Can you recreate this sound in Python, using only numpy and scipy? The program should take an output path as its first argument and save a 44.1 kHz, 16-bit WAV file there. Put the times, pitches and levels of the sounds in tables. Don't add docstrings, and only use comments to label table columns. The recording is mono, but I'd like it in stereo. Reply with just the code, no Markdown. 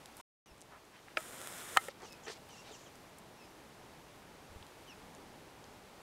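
import sys
import numpy as np
from scipy import signal
from scipy.fft import rfft, irfft
from scipy.io import wavfile
from scipy.ndimage import uniform_filter1d

SR = 44100
rng = np.random.default_rng(int(sys.argv[2]) if len(sys.argv) > 2 else 0)


def materialize(psi):
    bounded = np.clip(np.atleast_2d(psi).T, -1, 1)
    quanta = np.round(bounded * 32767).astype(np.int16)
    wavfile.write(sys.argv[1], SR, quanta)


def elevation(decibels):
    levels = np.asarray(decibels, float)
    return 10 ** (levels / 20)


N = 265658
TIME = np.arange(N) / SR
HZ = np.maximum(np.fft.rfftfreq(N, 1 / SR), 1)
CUT_START_S, CUT_END_S = 0.2128, 0.4593


def on_hz(table):
    hz, value = np.transpose(table)
    return np.interp(np.log(HZ), np.log(hz), value)


def unit(x):
    return x / np.sqrt(np.mean(x ** 2))


def stereo(mid, side):
    return np.array([mid + side, mid - side])


def pan(db):
    return elevation(np.array([[db / 2], [-db / 2]]))


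def add(out, s, x):
    i = int(s * SR)
    out[:, i:i + x.shape[1]] += x


def decay(t, t60):
    return np.exp(-np.log(1000) * t / t60)


def band(x, hz, octaves):
    f = np.maximum(np.fft.rfftfreq(x.shape[-1], 1 / SR), 1)
    bell = np.exp(-2 * (np.log2(f / hz) / octaves) ** 2)
    return irfft(rfft(x) * bell, x.shape[-1])


def walk(rate):
    k = int(SR / rate)
    steps = np.repeat(rng.standard_normal(N // k + 1), k)
    smooth = uniform_filter1d(uniform_filter1d(steps, k), k)
    return unit(smooth[:N])


def fading(start, db, seconds):
    return db * np.exp(-np.maximum(TIME - start, 0) / seconds) * (TIME >= start)


def knocks(blows, modes):
    out = np.zeros((2, N))
    t = np.arange(int(0.09 * SR)) / SR
    hz, t60, left_db, right_db, sign = np.transpose(modes)[:, :, None]
    chances_db = rng.standard_normal((len(blows), len(modes), 1))
    for (s, db, contact_ms, lag_ms), chance_db in zip(blows, chances_db):
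        reach = elevation(db + chance_db) * np.exp(-(hz * contact_ms / 1000) ** 2)

        def ring(u):
            onset = 1 - np.exp(-(u * 1000 / contact_ms) ** 2)
            return -np.sin(2 * np.pi * hz * u) * decay(u, t60) * onset

        left = reach * elevation(left_db) * ring(np.maximum(t - lag_ms / 1000, 0))
        right = reach * sign * elevation(right_db) * ring(t)
        add(out, s, np.array([left.sum(0), right.sum(0)]))
    return irfft(rfft(out) / (1 + (260 / HZ) ** 4), N)


def zoom_lever():
    # (time [s], strength [dB], contact [ms], left lags right [ms])
    press_blows = [
        (1.1705, -19.5, 0.19, 0.052),
        (1.1719, -17, 0.11, 0),
        (1.1734, -15.5, 0.14, 0),
        (1.1770, -18, 0.45, 0),
        (1.1800, -23, 0.53, 0),
    ]
    catch_blows = [
        (.1985, -43, 0.12, 0.1),
        (.2015, -39.5, 0.1, 0.07),
        (.2045, -47, 0.24, 0.085),
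        (.208, -44.5, .3, 0.1),
        (1.7655, -12, 0.37, 0.63),
        (1.7690, -28, 0.18, 0.37),
        (1.7705, -13, 0.11, 0.33),
    ]
    release_blows = [
        (1.7716, -2, 0.28, 0.62),
        (1.7727, -2.5, 0.27, 0.44),
    ]
    # (frequency [Hz], t60 [s], left [dB], right [dB], right swings with +1 or against -1 [share])
    press_modes = [(490, 0.013, -12, -7.5, 1), (626, 0.077, -23.5, -38, 0.47), (1277, 0.082, -19, 5, -0.17),
                   (1720, 0.0088, 5.5, -1.5, -0.92), (2326, 0.016, -1, -3.5, 0.78),
                   (2950, 0.011, -6, -8, -1.2), (4980, .010, -15, -7, -1.17), (8750, 0.0057, -22, -16, 1)]
    catch_modes = [(1010, 0.008, -0.5, 4, 0.9), (1500, 0.0075, -14, -16, -0.8), (2430, 0.005, 1, -8, 0.68)]
    release_modes = [(790, 0.04, -18.5, -7, 0.39), (1016, 0.013, -3.5, 2, 0.63),
                     (1258, .024, -5.5, -5, 0.77), (1326, 0.078, -26, -26, 0.72),
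                     (1850, 0.051, -19.5, -12.5, -0.58), (2080, 0.079, -35, -26, 0.85),
                     (3094, 0.024, -33, -3, 1), (4130, 0.017, -15, -3.5, 0.95)]
    pressed = knocks(press_blows, press_modes)
    caught = knocks(catch_blows, catch_modes)
    return pressed + caught + knocks(release_blows, release_modes)


def ticks(rows, t60_ms):
    out, t = np.zeros((2, N)), np.arange(1024) / SR
    likeness, lead = 0.55, 64
    for s, db, hz, pan_db, octaves in rows:
        noise = rng.standard_normal((3, 1024))
        burst = likeness * noise[0] + (1 - likeness) * noise[1:]
        burst = np.roll(burst * decay(t, t60_ms / 1000), lead, axis=1)
        burst = band(burst, hz, octaves)
        peak = np.abs(burst.mean(0)).max()
        add(out, s - lead / SR, burst / peak * elevation(db) * pan(pan_db))
    return out


def shell_cracks():
    # (time [s], peak [dB], centre [Hz], left minus right [dB], width [octaves])
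    cracks = [
        (1.1652, -50, 5200, 0, .8),
        (1.172, -42, 6450, -0.5, 1.3),
        (1.7710, -19, 7800, 0, 0.6),
        (1.7717, -18, 7960, -8, 2.5),
        (1.7740, -25, 5010, -6.5, 1.6),
        (1.7775, -38, 5010, -6.5, 1.6),
        (1.885, -44, 5980, 0, 2.1),
    ]
    return ticks(cracks, t60_ms=3.5)


def motor_gain():
    # (on [s], lever released [s], off [s], level [dB])
    runs = [
        (0.162, .2128, .2128, -56),
        (1.171, 1.781, 1.886, -48),
    ]
    edge_s = 0.008
    gain = 0
    for on, released, off, db in runs:
        running = np.clip(np.minimum(TIME - on, off + edge_s - TIME) / edge_s, 0, 1)
        start_db = fading(on, 9, 0.06) - fading(on, 11, 0.17)
        coast_db = -3.5 * (TIME > released) - fading(released, 5, 0.03)
        gain = gain + running * elevation(db + start_db + coast_db)
    return gain


def motor():
    # (frequency [Hz], width [Hz], mid [dB], side [dB])
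    housing = [(484, 450, -0.5, -1.5), (1350, 170, 0, 6), (1750, 810, -4.5, -0.5), (3400, 900, -8, -7.5),
               (5160, 610, -12.5, -5), (7150, 1500, -9.5, -25), (8200, 900, -8.5, -6.5),
               (9200, 820, -7.5, -6), (10600, 1300, -12, -8), (12830, 430, -9, -16.5),
               (15000, 900, -22, -21)]
    scatter_db, flicker_db = 2.5, 0.5
    teeth = rfft(rng.standard_normal((2, N)) * elevation(scatter_db * rng.exponential(size=N)))
    power = np.zeros((2, len(HZ)))
    for hz, width_hz, mid_db, side_db in housing:
        height = elevation(np.array([[mid_db], [side_db]]) * 2)
        power += height / (1 + (2 * (HZ - hz) / width_hz) ** 2)
    power[0] *= 1 - 0.7 / (1 + (2 * (HZ - 4600) / 500) ** 2)
    mid, side = irfft(teeth * np.sqrt(power) * HZ / (HZ + 150), N)
    return stereo(mid, side) / np.std(mid) * motor_gain() * elevation(flicker_db * walk(25))


def lens_stop():
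    # (time [s], strength [dB], contact [ms], left lags right [ms])
    stop_blows = [
        (1.8843, -32, 0.16, 0.033),
        (1.8866, -32.5, 0.32, 0.005),
    ]
    # (frequency [Hz], t60 [s], left [dB], right [dB], right swings with +1 or against -1 [share])
    stop_modes = [(563, 0.036, 0, -1.5, 0.7), (786, 0.03, -7, -6.5, -0.3), (1320, 0.022, -1, -9.5, -0.74),
                  (1900, 0.015, 4, -11, 0.44), (2760, .012, -7, -7.5, .5)]
    return knocks(stop_blows, stop_modes)


def hand_grip():
    # (time [s], strength [dB], contact [ms], left lags right [ms])
    grip_blows = [
        (2.030, -42, 0.65, 0),
        (2.038, -40.5, 0.72, 0),
        (2.270, -41.5, 0.32, 0),
        (2.2812, -37, 0.11, 0),
        (2.299, -35.5, 0.41, 0),
        (2.665, -50, 0.6, 0),
        (2.71, -37.5, 0.84, 0),
    ]
    # (frequency [Hz], t60 [s], left [dB], right [dB], right swings with +1 or against -1 [share])
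    grip_modes = [(433, 0.043, -0.5, 0.5, 0.82), (666, 0.025, -2, -6, 0.53), (840, 0.04, -14, -8, -0.43),
                  (1300, 0.025, -3, -5, -0.8), (1810, 0.02, 4, -9, 0.57), (3000, .015, -10, -12.5, -1)]
    return knocks(grip_blows, grip_modes)


def thuds():
    # (time [s], peak [dB], frequency [Hz], t60 [s], left minus right [dB])
    jolts = [
        (0.514, -55, 65, 0.13, 13),
        (4.501, -51, 90, 0.044, -12),
        (4.513, -49, 80, .06, -14),
        (4.56, -45, 78, .07, -20),
        (4.609, -47, 85, .05, -2),
    ]
    out, t = np.zeros((2, N)), np.arange(int(0.12 * SR)) / SR
    for s, db, hz, t60, pan_db in jolts:
        add(out, s, elevation(db) * pan(pan_db) * np.sin(2 * np.pi * hz * t) * decay(t, t60))
    return out


def snapped_blades():
    # (time [s], peak [dB], centre [Hz], left minus right [dB])
    snaps = [
        (0.0582, -40, 3290, 9.5),
        (.169, -41, 8950, 1.5),
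        (.179, -45, 7000, -2.5),
        (2.1246, -41, 5600, 3),
        (2.130, -40, 4000, 0),
        (2.317, -45, 5500, 0),
        (2.9557, -47, 6000, 4),
        (3.1847, -42.5, 8000, 0),
        (3.188, -43, 8000, -1.5),
        (4.6668, -45, 4500, -2.5),
    ]
    return ticks([(*row, 1.7) for row in snaps], t60_ms=4.2)


def beak_pecks():
    # (time [s], peak [dB], centre [Hz], left minus right [dB])
    pecks = [(0.059, -45.5, 8900, 15), (.580, -53, 8000, 0), (.853, -51, 7950, -1),
             (1.084, -48.5, 1680, -12), (2.0028, -52, 5400, 1), (2.0206, -46, 6000, 4),
             (2.1026, -48, 7700, 0), (2.2823, -36.5, 4240, 1), (2.284, -48, 7500, 2), (2.336, -51, 7000, 0),
             (2.49, -47, 9000, 0), (3.2, -52, 8300, -2), (4.6267, -44, 3140, 12), (5.1502, -44, 6000, 4),
             (5.6418, -44.5, 4800, 3)]
    return ticks([(*row, 0.8) for row in pecks], t60_ms=4)


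def dry_stalks():
    # (time [s], peak [dB], centre [Hz], left minus right [dB])
    stalks = [
        (.608, -43, 7020, 0),
        (0.6159, -38.5, 6340, 8),
        (.621, -39, 5460, 8),
    ]
    return ticks([(*row, 1.1) for row in stalks], t60_ms=1.3)


def rustles():
    # (start [s], length [s], rms [dB], centre [Hz], left minus right [dB])
    strokes = [(0.699, 0.095, -55, 900, 2), (0.926, 0.074, -57, 1500, -2), (1.07, 0.07, -61.5, 1500, -3),
               (1.89, 0.031, -54.5, 3000, 2), (2.002, 0.062, -50.5, 800, 1), (2.019, .08, -57.5, 5000, 4),
               (2.16, 0.053, -62, 1500, 7), (2.262, 0.062, -47.5, 1300, 7), (2.277, 0.066, -49, 4500, 4.5),
               (2.315, 0.066, -57, 3000, 2), (2.228, 0.057, -57.5, 6500, 4), (2.5, 0.14, -63, 6300, 3),
               (2.48, .18, -63, 4800, 3), (2.66, .18, -62, 4500, 3), (2.639, 0.096, -58, 2800, 6.5),
               (2.658, .06, -58, 750, -2), (2.729, 0.045, -58.5, 6600, 5), (2.78, .11, -64, 6700, 4)]
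    scatter_db, size = 7.0, 8192
    out = np.zeros((2, N))
    for s, length, db, hz, pan_db in strokes:
        noise = rng.standard_normal((3, size))
        octaves = 2.0 * max(1 - (hz / 7370) ** 2, 0.12)
        grains = band(noise[:2] * elevation(scatter_db * noise[2]), hz, octaves)
        swell = np.sin(np.pi * np.minimum(np.arange(size) / (length * SR), 1)) ** 0.42
        add(out, s, unit(grains) * swell * elevation(db) * pan(pan_db))
    return out


def voice(notes, bend, overtone_db):
    out = np.zeros((2, N))
    wobble, pitch_rasp, overtone_rasp = walk(400), walk(350), walk(600)
    pitch_hoarse, overtone_hoarse = 0.3, 0.42
    for s, length, first_hz, last_hz, db in notes:
        u = np.arange(int(length * SR)) / (length * SR)
        i = int(s * SR) + np.arange(len(u))
        hz = (first_hz + (last_hz - first_hz) * u ** bend) * (1 + 0.009 * wobble[i])
        phase = 2 * np.pi * np.cumsum(hz) / SR
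        first = np.sin(phase) * (1 - pitch_hoarse + pitch_hoarse * pitch_rasp[i])
        second = np.sin(2 * phase) * (1 - overtone_hoarse + overtone_hoarse * overtone_rasp[i])
        swell = np.sin(np.pi * u) ** 0.35
        add(out, s, elevation(db) * swell * (first + elevation(overtone_db) * second) * np.ones((2, 1)))
    echoes = unit(rng.standard_normal((2, 4096)) * decay(TIME[:4096], 0.1)) / 64
    return out + elevation(-4) * signal.fftconvolve(out, echoes, axes=1)[:, :N]


def goose_throat():
    # (start [s], length [s], first pitch [Hz], last pitch [Hz], level [dB])
    throat_notes = [
        (2.65, .035, 3900, 3800, -61),
        (2.68, .035, 2500, 2050, -62),
        (2.662, .022, 790, 800, -55),
        (2.692, .028, 800, 330, -53),
    ]
    return voice(throat_notes, bend=1.1, overtone_db=-14)


def bird():
    # (start [s], length [s], first pitch [Hz], last pitch [Hz], level [dB])
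    chirps = [
        (.455, .07, 3250, 2550, -66.5),
        (2.028, .062, 3450, 2700, -61),
        (2.085, .075, 2620, 2540, -60),
        (2.235, .054, 3650, 2650, -56),
        (2.565, .06, 2700, 2800, -59),
        (2.712, .06, 4200, 2450, -57.5),
        (3.375, .085, 2900, 2480, -62),
    ]
    whistles = [
        (2.487, .072, 3050, 2650, -57.5),
        (2.853, .032, 3400, 2600, -59),
        (4.872, .062, 3080, 2400, -54),
    ]
    return voice(chirps, bend=0.6, overtone_db=1) + voice(whistles, bend=1.6, overtone_db=-3.5)


def air():
    # (frequency [Hz], level per Hz [dB])
    air_colour = [(12, -43), (20, -5.5), (116, -0.5), (277, -0.5), (319, -1), (422, -2), (738, -5.5),
                  (802, -3.5), (1290, -10.5), (1570, -12.5), (2080, -14), (12100, -26), (16000, -33.5)]
    # (frequency [Hz], side minus mid [dB])
    air_side = [(60, 2.5), (110, 7.5), (200, 4.5), (380, 4.5), (700, 2.5), (1290, 2), (2380, 0.5),
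                (4400, -1), (8120, 0), (15000, -1.5)]
    # (frequency [Hz], left minus right [dB])
    air_balance = [(60, 3.5), (110, -3), (200, -0.5), (380, -1.5), (700, -2), (1290, -2.0), (2380, -1.5),
                   (4400, 0.5), (8120, 1.5), (15000, -1.5)]
    mid, side = rfft(rng.standard_normal((2, N))) * elevation(on_hz(air_colour))
    both = stereo(mid, side * elevation(on_hz(air_side)))
    both = both * elevation(np.outer([0.5, -0.5], on_hz(air_balance)))
    low_share = 1 / (1 + (HZ / 1900) ** 2)
    wake = fading(CUT_END_S, 4.5, 0.38)
    duck = fading(1.9, 2.5, 0.072)
    first = TIME < CUT_END_S
    rumble_db = np.where(first, -56.5, -56 + 0.5 * TIME - wake - duck / 2)
    hiss_db = np.where(first, -59, -60 - wake - duck)
    rumble = unit(irfft(both * np.sqrt(low_share), N)) * elevation(rumble_db + 0.8 * walk(5))
    hiss = unit(irfft(both * np.sqrt(1 - low_share), N)) * elevation(hiss_db + 0.5 * walk(9))
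    return rumble + hiss


def scene():
    camera = zoom_lever() + shell_cracks() + motor() + lens_stop() + hand_grip() + thuds()
    geese = snapped_blades() + beak_pecks() + dry_stalks() + rustles() + goose_throat()
    return camera + geese + bird() + air()


def low_pass(x):
    return signal.sosfilt(signal.butter(12, 16660, fs=SR, output="sos"), x)


def record(dry):
    running = (TIME < CUT_START_S) | (TIME > CUT_END_S)
    narrow = irfft(rfft(dry) * (HZ < 15760), N)
    return low_pass(np.clip(narrow * running, -1, 1))


dry = scene()
out = record(dry)
materialize(out)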